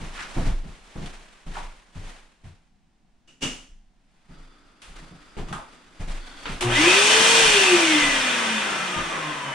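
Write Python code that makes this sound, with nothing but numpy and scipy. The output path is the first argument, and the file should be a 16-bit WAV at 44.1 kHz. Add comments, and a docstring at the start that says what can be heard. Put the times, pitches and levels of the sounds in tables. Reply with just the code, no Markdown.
"""Bare, ringing rooms with a springy wooden floor. Someone walks off, flips a light switch next door and
walks back: steps boom in the boards and sway the joists, soles scuff, wood knocks, something hollow drags.
A vacuum cleaner starts: its motor growls on the mains and spins up with a hum, a fan whine and a rush
of air. It loses power after less than a second and coasts down against air drag and brush friction."""
import sys
import numpy as np
from scipy import signal
from scipy.fft import rfft, irfft, next_fast_len
from scipy.io import wavfile
from scipy.ndimage import map_coordinates

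SR = 44100
rng = np.random.default_rng(int(sys.argv[2]) if len(sys.argv) > 2 else 0)


def transcribe(u):
    """Save the signal u as a 16-bit wav file named by the first command-line argument.

    u: samples, shape (n,) or (channels, n), limited to [-1, 1]; the rate is SR.
    q: integer samples, one column per channel.
    """
    v = np.clip(np.atleast_2d(u).T, -1, 1)
    q = np.round(v * 32767).astype(np.int16)
    wavfile.write(sys.argv[1], SR, q)


N = 420713

# room tone (frequency [Hz], density [dB])
ROOM_TONE = [(20, 0), (55, -7), (90, -20), (160, -10), (230, -13), (330, -22), (520, -31), (750, -22),
             (1050, -29.5), (2000, -31), (5000, -37), (9500, -42), (11500, -59)]
# diffuse field (frequency [Hz], left-right correlation [-1..1])
CORRELATION = [(100, 0.83), (330, 0.81), (600, 0.63), (1300, 0.34), (2700, 0.62), (4500, 0.56),
               (9000, -0.23)]
# full room decay (frequency [Hz], t60 [s])
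ROOM_DECAY = [(100, 0.56), (500, 1), (3000, 0.75), (10000, 0.05)]

# light switch, touched then flipped (time [s], level [dB])
FLIPS = [(3.274, -55), (3.407, -46), (3.415, -37), (3.42, -27)]
# lever snap (frequency [Hz], density [dB])
SNAP_SPECTRUM = [(90, -32), (160, -19), (330, -9.5), (600, -13), (1000, -16), (2000, -13.5), (3000, -8.5),
                 (4000, -18), (6500, -12.5), (9300, -20.5), (11500, -36), (15500, -54)]
# switch plate and wall, before sharpening (frequency [Hz], width [Hz], gain [dB])
PLATE_MODES = [(128, 25, 6), (255, 45, 10), (1320, 220, -2), (2640, 120, 1), (2870, 115, 9.5)]

# soles and clothes sliding (peak time [s], level [dB], rise over the last 10 dB [s])
SCUFFS = [(0.02, -45, .2), (0.12, -47, .12), (0.21, -42, 0.1), (0.31, -43, 0.06), (0.47, -40.5, 0.2),
          (0.74, -50, .12), (0.95, -52, .2), (1.04, -43.5, 0.08), (1.16, -48.5, 0.05), (1.25, -53.5, 0.1),
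          (1.41, -56.5, .18), (1.584, -42, 0.08), (1.8, -58, .15), (1.88, -63, .1), (1.98, -51, .04),
          (2.13, -47, 0.18), (2.57, -66, .25), (4.3, -67, .3), (4.88, -53, 0.05), (4.99, -48.5, 0.07),
          (5.3, -58, .15), (5.77, -54, .12), (5.97, -56, .1), (6.12, -42, 0.03), (6.3, -48, 0.08),
          (6.53, -40.5, 0.17)]
# sole on wood (frequency [Hz], density [dB])
SOLE_SPECTRUM = [(150, -39), (300, -11.5), (550, -6.5), (750, -6), (1250, -6.5), (2000, -7), (3300, -11),
                 (4800, -15.5), (7000, -17.5), (9400, -18.5), (11200, -34), (15500, -48)]
# pull on the hollow object (time [s], ring level [dB])
DRAG_LEVELS = [(4.1, -80), (4.27, -72), (4.33, -57), (4.8, -62), (5.0, -55.5), (5.6, -55.5), (5.9, -58.5),
               (6.5, -56)]
# hollow object (frequency [Hz], width [Hz], gain [dB])
HOLLOW_MODES = [(282, 104, 7), (1310, 260, 4), (3490, 160, -3), (4760, 220, -3)]
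# thin scrape (frequency [Hz], width [Hz], gain [dB])
SCRAPE_MODES = [(270, 39, 5), (1480, 86, 7), (2010, 72, -1), (3400, 170, 4), (4460, 94, 5)]

# knocks on floor and cleaner (time [s], note [Hz], note [dB], crack [dB], crack cutoff [Hz], t60 [s])
KNOCKS = [(0.148, 1710, -43, -51, 4500, 0.43), (0.176, 1400, -40, -42, 5000, 0.25),
          (0.19, 1950, -38, -43, 4500, 0.28), (0.204, 1720, -37, -42.5, 7000, .3),
          (0.226, 1460, -41, -45, 4000, .25), (0.222, 5700, -45, -46, 9000, 0.24),
          (1.059, 3580, -48, -42, 9000, 0.18), (1.466, 1120, -53, -55, 8900, 0.34),
          (1.553, 1400, -39, -51, 10900, 0.34), (1.568, 954, -34.5, -44, 4000, 0.4),
          (4.818, 1280, -55, -46.5, 12000, 0.65), (5.367, 321, -35.5, -51, 4000, .3),
          (5.386, 1400, -55, -47, 3300, .3), (5.484, 1230, -47.5, -47.5, 9000, 0.47),
          (5.526, 1250, -31.5, -39.5, 14000, 0.41), (5.588, 880, -40.5, -68, 4000, 0.23),
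          (5.615, 875, -46, -65, 4000, 0.3), (6.455, 1390, -35.5, -33, 4200, 0.45),
          (6.463, 450, -40, -46, 4000, 0.29), (6.608, 1110, -49, -26, 13000, 0.43),
          (6.623, 1030, -27.5, -29.5, 9000, 0.31)]
# knocked wood, before sharpening (frequency [x note], width [x note], gain [dB])
WOOD_MODES = [(.71, .14, 1), (.88, .1, 0), (1, .1, 6), (1.23, .08, 2), (1.5, .08, -3), (2.2, .04, -9),
              (2.72, .05, -6)]
# crack of a knock (frequency [Hz], density [dB])
CRACK_SPECTRUM = [(250, -8), (700, -9.5), (1800, -5), (2700, -1.5), (3700, -6), (4500, -11), (8500, -10.5),
                  (10000, -10), (11500, -33), (15000, -29)]

# footfalls (time [s], thump [dB], sway [dB], thud [dB], slap [dB], toe offset [dB], toe delay [s])
STEPS = [(0.002, -30, -30.5, -38, -42, -14, 0.039), (0.361, -22, -17, -20, -36.5, 1.5, 0.094),
         (0.952, -27.5, -32, -30, -48, 2.5, 0.055), (1.461, -32.5, -29.5, -46, -45, -3.5, 0.12),
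         (1.952, -35, -33.5, -29.5, -71, -6, 0.077), (2.435, -40, -46, -30, -49.5, -4, .025),
         (4.288, -38, -42, -53, -56, -1, 0.085), (4.879, -44, -38, -62, -52, -4, 0.11),
         (5.368, -26, -27.5, -33, -39, -6, 0.1), (5.995, -31, -26.5, -33, -38, 0.5, 0.076),
         (6.49, -27.5, -33.5, -35, -36, -16, .096)]
# further thumps in the boards: weight shifts, the light switch at 3.42 s, the motor kicking in at 6.68 s (time
# [s], thump [dB], sway [dB], thud [dB])
BOARD_THUMPS = [(0.633, -33, -28.5, -48), (3.42, -29.5, -36, -44), (3.695, -61, -40.5, -70),
                (5.003, -38, -54.5, -60), (5.109, -37, -59, -65), (5.5, -29, -54, -48),
                (6.681, -41, -28, -39), (7.431, -32, -34, -45), (8.02, -39, -32, -48),
                (8.956, -30, -38, -30)]
# heel landing (frequency [Hz], density [dB])
HEEL_SPECTRUM = [(40, 3), (70, 2), (110, -3.5), (190, 1), (290, 0.5), (400, -4), (520, -9.5), (800, -8),
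                 (1600, -22), (4000, -52)]
# floorboards (frequency [Hz], gain [dB], t60 [s])
BOARD_MODES = [(95, -7.5, 0.15), (147.5, 0, 0.23), (174.6, 0.5, 0.21), (207.6, -6.5, 0.15),
               (254, -7.5, .17), (326.3, -14.5, 0.15)]
# joists (frequency [Hz], gain [dB], t60 [s])
JOIST_MODES = [(24.74, 4, 0.62), (35.3, -14, 0.58), (52.2, -6, 0.22)]
# long unsupported board, applied twice (frequency [Hz], width [Hz], gain [dB])
LONG_BOARD_MODE = [(90.7, 33, 0)]

# roar, rush, hiss (full-speed level [dB], slowing loss [dB/oct], further loss [dB/oct^2], build-up [s])
AIR_LAYERS = [(-22.5, 5, 0.5, 0.1), (-18.5, 3.5, 4.5, 0.13), (-19.5, 10.5, 2, 0.15)]
# hose turbulence (frequency [Hz], density [dB])
ROAR_SPECTRUM = [(25, -18), (60, -15), (118, -16), (150, -7.5), (200, -6.5), (300, -2), (490, -4),
                 (700, -6), (1200, -2), (1700, -3), (2200, -3.5), (3500, -45)]
# air off the fan (frequency [Hz], density [dB])
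RUSH_SPECTRUM = [(900, -34), (1400, -6.5), (1900, -4.5), (2500, -3.5), (3200, -2.5), (3650, -3),
                 (4000, -16), (5500, -51)]
# exhaust (frequency [Hz], density [dB])
HISS_SPECTRUM = [(2800, -25), (3900, -2), (4800, -3), (5800, -1.5), (6500, -1.5), (7150, -6.5),
                 (7470, -1.5), (7850, -5.5), (8800, -2), (9600, -8.5), (10500, -15), (11300, -24),
                 (14800, -30.5), (16000, -52)]
# hose and casing (frequency [Hz], width [Hz], relative gain [dB])
DUCT_MODES = [(153, 11, -4), (211, 15.5, -3.5), (545, 11, 3.5), (640, 14, 4.5), (757, 18, 2.5),
              (796, 26, 1), (918, 37, 3), (1023, 50, 1), (1156, 69, 0), (1304, 50, -4), (1537, 24, -4.5),
              (1537, 43, -2), (1725, 40, 0), (1810, 18, -10.5), (1936, 20, -6), (2014, 37, -0.5),
              (2430, 33, 6.5), (2545, 160, -1), (2700, 21, 1), (2840, 17, 0), (2910, 7.8, 0),
              (2910, 22, -4.5), (3133, 28, -7.5), (3165, 51, 1), (3500, 22, -1)]
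# magnetic pull (frequency [Hz], relative level [dB], onset [s])
MAINS_PARTIALS = [(120, 1.5, 6.64), (243, -12, 6.63), (358, -1, 6.61), (483, -18.5, 6.62), (603, -29, 6.62),
                  (732, -13, 6.62)]
# room modes swept by the hum (frequency [Hz], width [Hz], gain [dB])
ROOM_MODES = [(137.5, 6, -31.5), (154, 5, -32.5), (184, 5, -29.5), (217, 11.5, -28), (239, 9.2, -32),
              (306.5, 14.6, -18.5), (329, 3.4, -18.5), (352.3, 10, -12.5), (398, 10, -19.5),
              (441.3, 5.1, -22), (461.8, 5, -17)]
# casing path of the blade whine (frequency [Hz], width [Hz], gain [dB])
WHINE_MODES = [(990, 40, 1), (1070, 32, 5), (1205, 40, 5.5), (1335, 36, 2.5), (2030, 170, 1), (2510, 65, 6),
               (2700, 100, 1), (3040, 90, -1), (3215, 50, -9)]
# casing path of the second shaft order (frequency [Hz], gain [dB])
OCTAVE_PATH = [(300, -31), (550, -22), (740, -16), (930, -15)]
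# casing path of the commutator tone (frequency [Hz], gain [dB])
COMMUTATOR_PATH = [(2950, -2), (3015, 2), (3100, -8), (3700, -20), (9000, -31)]

ON_S, CATCH_S, OFF_S = 6.61, 6.75, 7.393  # power on, fan catches the air, power off
CATCH_HZ, FULL_HZ, SPIN_UP_TAU_S = 269, 470, .212
DRAG_PER_TURN, FRICTION_HZ_PER_S = .0018, 28.6


def amp(db):
    """Decibels to gain."""
    return 10 ** (np.asarray(db) / 20)


def unit_rms(x):
    """Scale to rms 1."""
    return x / np.sqrt(np.mean(x ** 2) + 1e-20)


def clock():
    """Sample times in seconds."""
    return np.arange(N) / SR


def ramp(start_s, length_s):
    """Linear rise from 0 to 1."""
    return np.clip((clock() - start_s) / length_s, 0, 1)


def wobble(rate_hz):
    """Smooth curve through random knots."""
    return map_coordinates(rng.standard_normal(int(N * rate_hz / SR) + 4), [clock() * rate_hz])


def log_interp(points, hz):
    """Interpolate (Hz, value) points over log frequency."""
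    knots_hz, values = np.transpose(points)
    return np.interp(np.log(hz + 1), np.log(knots_hz + 1), values)


def colour(points):
    """Response through (Hz, dB) points."""
    return lambda hz: amp(log_interp(points, hz))


def resonances(modes):
    """Power-summed response of band-pass modes."""
    return lambda hz: np.sqrt(sum(np.abs(amp(db) * hz * width / (f0**2 - hz**2 + 1j * hz * width)) ** 2
                                  for f0, width, db in modes))


def filtered(x, response):
    """Zero-phase FFT filter."""
    size = next_fast_len(N + SR // 2)
    return irfft(rfft(x, size) * response(np.fft.rfftfreq(size, 1 / SR)), size)[..., :N]


def diffuse(pair):
    """Mix two independent signals to a diffuse field: bass alike on both sides, treble less so."""
    angle = lambda hz: np.arccos(np.clip(log_interp(CORRELATION, hz), -.99, .99)) / 2
    mid, side = filtered(pair, lambda hz: np.array([np.cos(angle(hz)), np.sin(angle(hz))]))
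    return np.array([mid + side, mid - side])


def noise(response):
    """Shaped diffuse stereo noise, rms 1."""
    return unit_rms(filtered(diffuse(rng.standard_normal((2, N))), response))


def rubbed(modes):
    """Modes excited by friction noise, rolled off above 7 kHz."""
    return noise(lambda hz: resonances(modes)(hz) / (1 + (hz / 7000) ** 4))


def decay(t, t60_s):
    """Exponential fall, 60 dB per t60."""
    return np.exp(-np.log(1000) * t / t60_s)


def blows(times_s, levels_db, attack_s, t60_s):
    """Power-summed envelope of impacts dying away in the room."""
    power, t = np.zeros(N + SR), np.arange(SR) / SR
    shape = (1 - np.exp(-t / attack_s)) * decay(t, t60_s)
    for start_s, db in zip(times_s, levels_db):
        power[round(start_s * SR):][:SR] += (amp(db) * shape) ** 2
    return np.sqrt(power[:N])


def struck(times_s, levels_db, modes, attack_s, scatter_turns):
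    """Damped modes rung by impacts, with optional phase scatter."""
    out, t = np.zeros(N + SR), np.arange(SR) / SR
    for start_s, db in zip(times_s, levels_db):
        ring = sum(amp(gain_db) * decay(t, t60_s)
                   * np.sin(2 * np.pi * (hz * t + scatter_turns * rng.random()))
                   for hz, gain_db, t60_s in modes)
        out[round(start_s * SR):][:SR] += amp(db) * ring * (1 - np.exp(-t / attack_s))
    return out[:N]


def reverb(x, wet_db, t60_share):
    """Direct sound plus a diffuse tail lasting a share of the room's decay."""
    hz, t, spectra = signal.stft(rng.standard_normal((2, SR // 2)), SR, nperseg=256)
    t60_s = t60_share * log_interp(ROOM_DECAY, hz)[:, None]
    tail = signal.istft(spectra * decay(t, t60_s), SR, nperseg=256)[1]
    wet = signal.fftconvolve(np.atleast_2d(x), tail / np.linalg.norm(tail[0]), axes=1)[:, :N]
    return (x + amp(wet_db) * diffuse(wet)) / np.hypot(1, amp(wet_db))


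def room_tone():
    """Faint, steady, bass-heavy noise."""
    return amp(-62) * noise(colour(ROOM_TONE))


def light_switch():
    """The lever snaps and rings its plate next door; it arrives as reverberation."""
    times_s, db = np.transpose(FLIPS)
    snap = amp(1) * blows(times_s, db, attack_s=.0046, t60_s=.48) * noise(colour(SNAP_SPECTRUM))
    plate = lambda hz: resonances(PLATE_MODES)(hz) ** 1.5 / (1 + (hz / 6000) ** 4)
    ring = amp(2) * blows(times_s, db, attack_s=.008, t60_s=.41) * noise(plate)
    return snap + ring


def scuffs_and_drag():
    """Soles and clothes slide in uneven slips; a dragged hollow object rubs and rings."""
    t, fall_db_per_s = clock(), 83
    stroke_power = np.zeros(N)
    for peak_s, db, rise_s in SCUFFS:
        rise_loss_db = 10 * (np.maximum(peak_s - t, 0) / rise_s) ** 2
        stroke_power += amp(db - np.maximum(rise_loss_db, fall_db_per_s * (t - peak_s))) ** 2
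    drag_s, drag_db = np.transpose(DRAG_LEVELS)
    pull = amp(np.interp(t, drag_s, drag_db)) * ramp(drag_s[0], .063) * (1 - ramp(ON_S, .11))
    friction = np.hypot(np.sqrt(stroke_power), amp(-2.5) * pull)
    slips = unit_rms(amp(1.3 * wobble(90) + .8 * wobble(22)))
    slide = slips * noise(colour(SOLE_SPECTRUM))
    rumble = noise(colour([(15, -2), (26, 4), (55, -23), (90, -29), (190, -14), (330, -19), (900, -64)]))
    return friction * (slide + amp(-3.5) * rumble) + pull * rubbed(HOLLOW_MODES)


def scrape(start_s=6.15, release_s=6.47):
    """Thin ringing friction just before the cleaner starts."""
    return amp(-49) * ramp(start_s, .1) * (1 - ramp(release_s, .05)) * rubbed(SCRAPE_MODES)


def knocks():
    """A wooden note under a crack, both sharpest at contact, then drawn out by the room."""
    out, t = np.zeros((2, N)), np.arange(SR // 2) / SR
    hz = np.fft.rfftfreq(len(t), 1 / SR)
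    burst = lambda gain: unit_rms(irfft(rfft(rng.standard_normal((2, len(t)))) * gain, len(t)))
    contact = (1 + amp(-5) * np.exp(-t / .006)) * (1 - np.exp(-t / .0006))
    for start_s, note_hz, note_db, crack_db, cutoff_hz, t60_s in KNOCKS:
        modes = [(ratio * note_hz, width * note_hz, db) for ratio, width, db in WOOD_MODES]
        note = amp(note_db) * burst(resonances(modes)(hz) ** 1.3 / (1 + (hz / 5000) ** 2))
        crack = amp(crack_db) * burst(colour(CRACK_SPECTRUM)(hz) / np.hypot(1, (hz / cutoff_hz) ** 3))
        out[:, round(start_s * SR):][:, :len(t)] += contact * decay(t, t60_s) * (note + crack)
    return diffuse(out)


def footsteps(toe_softer_db=5):
    """Heel and toe boom in the boards, slap the sole and sway the joists; harder steps are brighter."""
    heels = np.array(STEPS)[:, :5]
    toes = [(s + delay_s, thump + toe - toe_softer_db, sway + toe, thud + toe - toe_softer_db, slap + toe)
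            for s, thump, sway, thud, slap, toe, delay_s in STEPS]
    contacts = np.vstack([heels, toes])
    contact_s, slap_db = contacts[:, 0], contacts[:, 4]
    times_s, thump_db, sway_db, thud_db = np.vstack([contacts[:, :4], BOARD_THUMPS]).T
    boom = struck(times_s, thump_db, BOARD_MODES, attack_s=.023, scatter_turns=.94)
    long_board = noise(lambda hz: resonances(LONG_BOARD_MODE)(hz) ** 2)
    thud = blows(times_s, thud_db, attack_s=.02, t60_s=.22) * long_board
    heel_db = thump_db - 2 + .53 * (thump_db - thump_db.max())
    heel = blows(times_s, heel_db, attack_s=.011, t60_s=.41) * noise(colour(HEEL_SPECTRUM))
    slap = blows(contact_s, slap_db, attack_s=.013, t60_s=.35) * noise(colour(SOLE_SPECTRUM))
    sway = struck(times_s, sway_db, JOIST_MODES, attack_s=.019, scatter_turns=0)
    rumble = noise(colour([(15, -13), (30, 17), (60, 1), (110, -14), (300, -62)]))
    shudder = amp(-4.5) * blows(times_s, sway_db, attack_s=.033, t60_s=.46) * rumble
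    return boom + thud + heel + slap + sway + shudder


def shaft_hz(t):
    """Exponential spin-up, then a coast against square-law air drag and constant brush friction."""
    driven_hz = FULL_HZ - (FULL_HZ - CATCH_HZ) * np.exp((CATCH_S - np.clip(t, ON_S, OFF_S)) / SPIN_UP_TAU_S)
    balance_hz = np.sqrt(FRICTION_HZ_PER_S / DRAG_PER_TURN)  # drag equals friction
    coast_s = np.maximum(t - OFF_S, 0)
    return balance_hz * np.tan(np.arctan(driven_hz / balance_hz) - DRAG_PER_TURN * balance_hz * coast_s)


def air_gains(load_db=2):
    """Roar, rush and hiss follow shaft speed; the first two get a boost while the motor pulls up."""
    slowed_oct = np.log2(FULL_HZ / shaft_hz(clock()))
    roar, rush, hiss = [amp(db - slope * slowed_oct - bend * slowed_oct ** 2) * ramp(ON_S, build_s)
                        for db, slope, bend, build_s in AIR_LAYERS]
    load = amp(load_db * (1 - ramp(CATCH_S, .31)))
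    return roar * load, rush * load, hiss


def airflow():
    """Turbulence roars in the resonant hose and rushes off the fan; the exhaust hiss dies first."""
    roar_gain, rush_gain, hiss_gain = air_gains()
    ducted = lambda points: noise(lambda hz: colour(points)(hz) * (1 + 1.44 * resonances(DUCT_MODES)(hz)))
    roar = roar_gain * amp(1.2 * wobble(14)) * ducted(ROAR_SPECTRUM)
    rush = rush_gain * amp(.85 * wobble(13)) * ducted(RUSH_SPECTRUM)
    hiss = hiss_gain * noise(colour(HISS_SPECTRUM))
    # near walls comb the noise slightly hollow
    return reverb(roar + rush, wet_db=-14, t60_share=.3) + reverb(hiss, wet_db=-7, t60_share=.3)


def unbalance_hum(shaft_rad, lag_s=.015, knee_hz=300, loss_db_per_oct=6.5):
    """Unbalance hums once a turn and swells in each room mode; below the knee it wavers and fades."""
    t = clock()
    late_s = t - lag_s
    late_rad = np.interp(late_s, t, shaft_rad)
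    order = lambda k: resonances(ROOM_MODES)(k * shaft_hz(late_s)) * np.sin(k * late_rad)
    below_knee_oct = np.maximum(np.log2(knee_hz / shaft_hz(t)), 0)
    weakening = amp(below_knee_oct * (2 * wobble(28) - loss_db_per_oct))
    hum = (weakening * order(1) + amp(-23) * order(2)) * amp(1.74 * wobble(45)) * ramp(CATCH_S, .016)
    return reverb(hum, wet_db=-19, t60_share=.7)


def fan_whine(shaft_rad, blades=7, bars=22):
    """Blade, second-order and commutator tones leave through the casing; cut eddies add a noise skirt."""
    gain = air_gains()[1] * ramp(6.72, .04)
    blade_rad = blades * shaft_rad
    blade_tone = gain * amp(-2.8 + 2.2 * wobble(22)) * np.sin(blade_rad + .55 * wobble(130))
    whine = filtered(blade_tone, resonances(WHINE_MODES))
    octave = filtered(gain * np.sin(2 * shaft_rad), colour(OCTAVE_PATH))
    commutator = filtered(gain * np.sin(bars * shaft_rad), colour(COMMUTATOR_PATH))
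    eddies = gain * amp(-11.5) * (wobble(1200) * np.sin(blade_rad) + wobble(1200) * np.cos(blade_rad))
    return reverb(whine + octave + commutator + eddies, wet_db=-6, t60_share=.6)


def mains_growl(hold_s=.081, fall_db_per_s=120, rough_db=1.5):
    """The starting current's magnetic pull shakes the motor unevenly, falling as it gets going."""
    t = clock()
    current = amp(-22.5 - fall_db_per_s * np.maximum(t - ON_S - hold_s, 0))
    partials = sum(amp(db + rough_db * wobble(70)) * ramp(onset_s, .025) * np.sin(2 * np.pi * hz * t)
                   for hz, db, onset_s in MAINS_PARTIALS)
    return current * partials


def vacuum_cleaner():
    """Hum and whine off one slightly unsteady shaft, plus growl and air."""
    speed_hz = shaft_hz(clock()) * (1 + .0021 * wobble(30))
    shaft_rad = 2 * np.pi * np.cumsum(speed_hz) / SR
    return unbalance_hum(shaft_rad) + fan_whine(shaft_rad) + mains_growl() + airflow()


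def scene():
    """Stereo mix, cleaner slightly left."""
    cleaner = vacuum_cleaner() * amp([[.7], [-.7]])
    return cleaner + footsteps() + scuffs_and_drag() + scrape() + knocks() + light_switch() + room_tone()


def record(dry, cutoff_hz=15650):
    """Brick-wall low-pass."""
    return filtered(dry, lambda hz: hz < cutoff_hz)


dry = scene()
out = record(dry)
transcribe(out)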